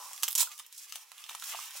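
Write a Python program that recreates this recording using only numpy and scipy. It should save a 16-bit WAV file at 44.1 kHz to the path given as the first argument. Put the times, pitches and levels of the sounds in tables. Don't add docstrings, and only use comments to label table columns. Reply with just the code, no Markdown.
import sys
import numpy as np
from scipy import signal
from scipy.fft import rfft, irfft
from scipy.io import wavfile
from scipy.ndimage import uniform_filter1d

SR = 44100
rng = np.random.default_rng(int(sys.argv[2]) if len(sys.argv) > 2 else 0)


def transcribe(signal):
    frames = np.atleast_2d(signal).T
    limited = np.clip(frames, -1, 1)
    pcm = np.round(limited * 32767).astype(np.int16)
    wavfile.write(sys.argv[1], SR, pcm)


N = 79380


def amp(db):
    return 10 ** (np.asarray(db) / 20)


def unit_rms(x):
    return x / np.sqrt(np.mean(x ** 2) + 1e-20)


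def read(points, hz):
    f, value = np.transpose(points)
    return np.interp(np.log(hz + 1), np.log(f), value)


def add(mix, start, sound):
    part = mix[:, max(round(start * SR), 0):][:, :sound.shape[1]]
    part += sound[:, :part.shape[1]]


def panned(x, pan_db):
    left = amp(pan_db)
    return np.array([x * left, x]) * np.sqrt(2 / (1 + left ** 2))


def click(colour, tilt=0, size=2048):
    hz = abs(np.fft.fftfreq(size, 1 / SR))
    octaves = np.log2(np.clip(hz, 2600, 13000) / 6000)
    log_gain = np.log(amp(read(colour, hz) + tilt * octaves))
    wave = np.fft.ifft(np.exp(np.conj(signal.hilbert(log_gain)))).real
    return wave / np.linalg.norm(wave)


def crackle(curve, colour, per_s, spread_db):
    hits = rng.random(N) < per_s / SR
    sizes = amp(spread_db * np.minimum(rng.exponential(1, N), 4)) * rng.choice([-1, 1], N)
    envelope = amp(np.interp(np.arange(N) / SR, *np.transpose(curve), left=-120))
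    pan_db = -2.5 + 7.5 * rng.standard_normal(N)
    train = panned(unit_rms(hits * sizes) * envelope, pan_db)
    return signal.fftconvolve(train, click(colour)[None])[:, :N]


def room_tone():
    # f/Hz, level/dB
    colour = [(30, -38), (110, -26), (220, -19.5), (330, -16), (450, 12.5), (1000, -10), (4000, -6),
              (16000, -3.5)]
    return signal.fftconvolve(rng.standard_normal(N), click(colour))[:N]


def room(x):
    # f/Hz, t60/s
    t60 = [(200, 0.19), (1000, 0.22), (4000, 0.21), (9000, 0.19), (16000, 0.23)]
    # f/Hz, correlation
    likeness = [(200, 0.83), (1000, 0.62), (2500, 1), (5000, 0.32), (16000, 0.28)]
    onset_s = .00067
    hz, t, (left, other) = signal.stft(rng.standard_normal((2, SR // 2)), SR, nperseg=256)
    same = np.clip(read(likeness, hz), 0, 1)[:, None]
    right = same * left + np.sqrt(1 - same ** 2) * other
    decay = np.exp(-np.log(1000) * t / read(t60, hz)[:, None])
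    tail = signal.istft(np.array([left, right]) * decay, SR)[1]
    tail *= np.clip(np.arange(tail.shape[1]) / SR / onset_s - .5, 0, 1)
    return signal.fftconvolve(x, tail / np.linalg.norm(tail[0]), axes=1)[:, :N]


def table_scatter(x):
    decay_s = .0039
    t = np.arange(1500) / SR
    taps = rng.standard_normal((2, len(t))) * np.sqrt(t) * np.exp(-t / decay_s)
    taps += taps.mean(0)
    return signal.fftconvolve(x, taps / np.linalg.norm(taps[0]), axes=1)[:, :N]


def drifting(reflect, x, count=3, swells_per_s=6.005):
    turn = swells_per_s * np.arange(N) / SR
    return sum(reflect(x * np.cos(np.pi * (turn + k / count))) for k in range(count)) * np.sqrt(2 / count)


def air_cell_pocks():
    # t/s, level/dB, f/Hz
    pocks = [(.004, -41, 896), (.062, -48, 910), (.112, -41, 975), (.235, -43.5, 950), (.243, -43, 1040),
             (.286, -45.5, 1010), (.427, -32.5, 1096), (.473, -38.5, 1460), (0.9252, -50, 1460),
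             (.956, -46.5, 830), (1.117, -43.5, 1240), (1.2925, -40, 1290), (1.31, -40, 1180),
             (1.3483, -33.5, 1200), (1.423, -38, 1350), (1.536, -38, 1130), (1.5465, -29.5, 880),
             (1.589, -34.5, 1000), (1.752, -45, 778)]
    decay_s, pitch_jitter, low_cut_hz = .00055, .18, 560
    out, t = np.zeros((2, N)), np.arange(1500) / SR
    envelope = (t / decay_s) ** 2 * np.exp(-t / decay_s)
    envelope /= envelope.max()
    for (start, db, hz), noise in zip(pocks, rng.standard_normal((len(pocks), len(t)))):
        wobble = pitch_jitter * unit_rms(uniform_filter1d(noise, size=16))
        cycles = np.cumsum(hz * (1 + wobble)) / SR
        add(out, start, panned(amp(db) * envelope * np.sin(2 * np.pi * cycles), 0))
    return signal.sosfilt(signal.butter(3, low_cut_hz, "high", fs=SR, output="sos"), out)


def wrap_rustle():
    # t/s, fizz level/dB, crinkle level/dB, rub level/dB
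    handling = [(0, -46.5, -58, -47.5), (.12, -49, -55.5, -56.5), (.2, -47.5, -61.5, -63.5),
                (.34, -54, -77, -66), (.44, -96, -94, -56), (0.518, -48, -49.5, -60.5),
                (0.566, -54.5, -69.5, -74), (.6, -52.5, -46, -57.5), (0.614, -57, -68, -76),
                (.648, -62.5, -57, -80), (0.676, -62, -67, -72.5), (0.711, -64, -62.5, -73.5),
                (0.733, -52.5, -60, -80), (.773, -52, -62, -74), (0.78, -44.5, -70, -71),
                (.81, -50.5, -56, -67), (0.844, -47, -58.5, -79.5), (.87, -58.5, -60.5, -67),
                (0.896, -47.5, -55, -71), (.915, -53.5, -59, -71), (0.959, -48, -51.5, -66),
                (.985, -54.5, -62, -66.5), (1.028, -52, -58, -62.5), (1.051, -64, -64, -71.5),
                (1.1, -58.5, -63.5, -72.5), (1.171, -58, -59, -66), (1.188, -52.5, -54.5, -65.5),
                (1.286, -55, -57.5, -67), (1.294, -50, -40.5, -79), (1.302, -43.5, -58, -58.5),
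                (1.313, -49.5, -50, -62), (1.38, -53.5, -56.5, -99), (1.411, -46.5, -58, -69),
                (1.426, -46, -47, -59), (1.45, -42.5, -51, -58), (1.505, -40.5, -45.5, -54.5),
                (1.524, -41, -42.5, -51.5), (1.547, -47.5, -42.5, -56), (1.564, -44, -47, -67.5),
                (1.629, -43, -47, -57.5), (1.721, -53, -53.5, -63.5), (1.771, -41, -46.5, -54.5),
                (1.8, -48.5, -52, -66)]
    # f/Hz, level/dB
    fizz_colour = [(30, -69), (1500, -23.5), (3500, -9), (5500, 3), (8000, -0.5), (11000, -2),
                   (16000, -6.5)]
    # f/Hz, level/dB
    crinkle_colour = [(30, -54.5), (600, -39.5), (1400, -5.5), (2100, -2), (2850, 2.5), (3400, 0.5),
                      (4200, -5), (6000, -23), (16000, -12)]
    # f/Hz, level/dB
    rub_colour = [(30, -50.5), (250, -42.5), (450, -24.5), (650, -14.5), (850, -0.5), (1000, -1),
                  (1200, 3.5), (1500, -18), (4000, -21.5), (16000, -41.5)]
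    t, fizz_db, crinkle_db, rub_db = np.transpose(handling)
    fizz = crackle(np.c_[t, fizz_db], fizz_colour, per_s=5500, spread_db=3.8)
    crinkle = crackle(np.c_[t, crinkle_db], crinkle_colour, per_s=3000, spread_db=-.5)
    rub = crackle(np.c_[t, rub_db], rub_colour, per_s=1200, spread_db=2)
    return fizz + crinkle + rub.mean(0)


def label_rip():
    # t/s, level/dB
    curve = [(.353, -28), (.358, -29.5), (.371, -45), (.38, -28), (.393, -29), (.399, -26.5), (.412, -23.5),
             (.422, -38.5), (.431, -27.5), (.439, -45), (.45, -60)]
    # f/Hz, level/dB
    colour = [(30, -69), (300, -55), (550, -29.5), (900, -0.5), (1150, -8.5), (1700, -9), (3400, 1.5),
              (4500, -0.5), (7400, 9), (11000, -2), (16000, -11)]
    gate = np.arange(N) / SR < curve[-1][0]
    return crackle(curve, colour, per_s=3100, spread_db=3.5) * gate


def glue_snaps():
    # t/s, level/dB, treble tilt/(dB/octave), pan left/dB
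    snaps = [(0.1326, -36, 2.0, -1), (0.162, -44, 1.5, -3), (0.1789, -40, -1.5, -2), (0.2262, -32, -0.3, 0),
             (0.2333, -19, 0.6, -3), (0.234, -22, -1.1, -4), (0.2377, -24, -0.4, -4),
             (0.2415, -27, -1.4, -4), (0.2809, -25, -0.3, 0), (0.2851, -23, 1.4, -3),
             (0.3067, -30, 6.0, -4), (0.3117, -27, 6.0, -5), (0.321, -33, 6.0, -2), (0.3292, -29, 4.7, -3),
             (0.3525, -20, 2.7, -3), (0.3571, -21, 3.9, -3), (0.3791, -21, 2.1, -4), (0.3826, -26, 3.4, -4),
             (0.3851, -24, 2.4, -4), (0.389, -28, 2.8, -3), (0.3966, -23, -1.2, -4), (0.401, -25, 2.5, -5),
             (0.4074, -20, 2.9, -4), (0.4102, -22, 4.7, -5), (0.4122, -22, 4.5, -4), (0.4154, -23, 3.7, -4),
             (0.4178, -25, 2.5, -6), (0.4201, -23, 2.1, -4), (0.4245, -26, 0.6, -3), (0.4267, -25, 2.3, -3),
             (0.4304, -25, 4.5, -2), (0.4725, -41, -2.3, -1), (0.4922, -45, -2.7, -3),
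             (0.5183, -44, 0.1, -2), (0.5797, -38, 3.5, -2), (0.5904, -40, 3.3, -1),
             (0.5969, -37, -1.9, -1), (0.6646, -43, 4.1, -2), (0.7268, -43, 0.7, -2),
             (0.7789, -41, 3.2, -1), (0.782, -41, 2.3, -1), (0.9239, -32, -1.4, 3), (0.9575, -33, -4.3, 2),
             (0.9615, -41, 2.0, -4), (1.1178, -41, -1.8, -7), (1.181, -44, -3.2, -4),
             (1.2402, -41, -5.0, -7), (1.2651, -47, -5.8, -2), (1.2919, -41, -4.6, -2),
             (1.2957, -37, -2.9, 0), (1.3509, -34, -2.3, -3), (1.3986, -40, 1.0, 0),
             (1.4239, -38, -4.1, -6), (1.4405, -32, 1.5, -6), (1.6777, -41, 3.4, -1),
             (1.7081, -41, -3.8, -4)]
    # f/Hz, level/dB
    colour = [(30, -38.5), (90, -36), (300, -36), (550, -29.5), (700, -20.5), (1000, -7), (1800, -8.5),
              (2600, -3), (3500, 5.5), (4600, 2), (7500, 4), (11000, 2), (15000, -4), (17000, 1.5)]
    ring_centre_hz, ring_spread_oct, ring_s = 3270, .2, .00057
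    out, t = np.zeros((2, N)), np.arange(512) / SR
    for (start, db, tilt, pan_db), noise in zip(snaps, rng.standard_normal((len(snaps), len(t)))):
        burr_s = .0005 * np.exp(-.1 * tilt)
        burr = .45 * noise * np.exp(-t / burr_s)
        crack = np.convolve(np.where(t == 0, 1, burr), click(colour, tilt))
        ring_hz = ring_centre_hz * 2 ** (ring_spread_oct * noise[-1])
        ring = np.convolve(np.sin(2 * np.pi * ring_hz * t) * np.exp(-t / ring_s), click(colour))
        ring_db = -18.5 - 2.2 * tilt
        snap = unit_rms(crack) + amp(ring_db) * unit_rms(ring)
        snap *= np.sqrt(.0015 * SR) / np.linalg.norm(snap)
        add(out, start, panned(snap * amp(db + .8), pan_db))
    return out


def scene():
    packet = glue_snaps() + air_cell_pocks() + amp(-2) * (label_rip() + wrap_rustle())
    bed = amp(-82) * room_tone()
    early = amp(-5.5) * drifting(table_scatter, packet)
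    reverb = amp(-6.5) * drifting(room, packet)
    return packet + early + reverb + bed


def record(dry):
    # f/Hz, side level/dB
    width = [(500, -7), (1200, -1.5), (2500, 0.5), (5000, 1), (9000, 3), (13000, 4.5)]
    mid, side = dry.mean(0), (dry[0] - dry[1]) / 2
    side = irfft(rfft(side) * amp(read(width, np.fft.rfftfreq(N, 1 / SR))), N)
    high_cut = signal.firwin(255, 16000, window=("kaiser", 8), fs=SR)
    return signal.oaconvolve(np.array([mid + side, mid - side]), high_cut[None], "same")


dry = scene()
out = record(dry)
transcribe(out)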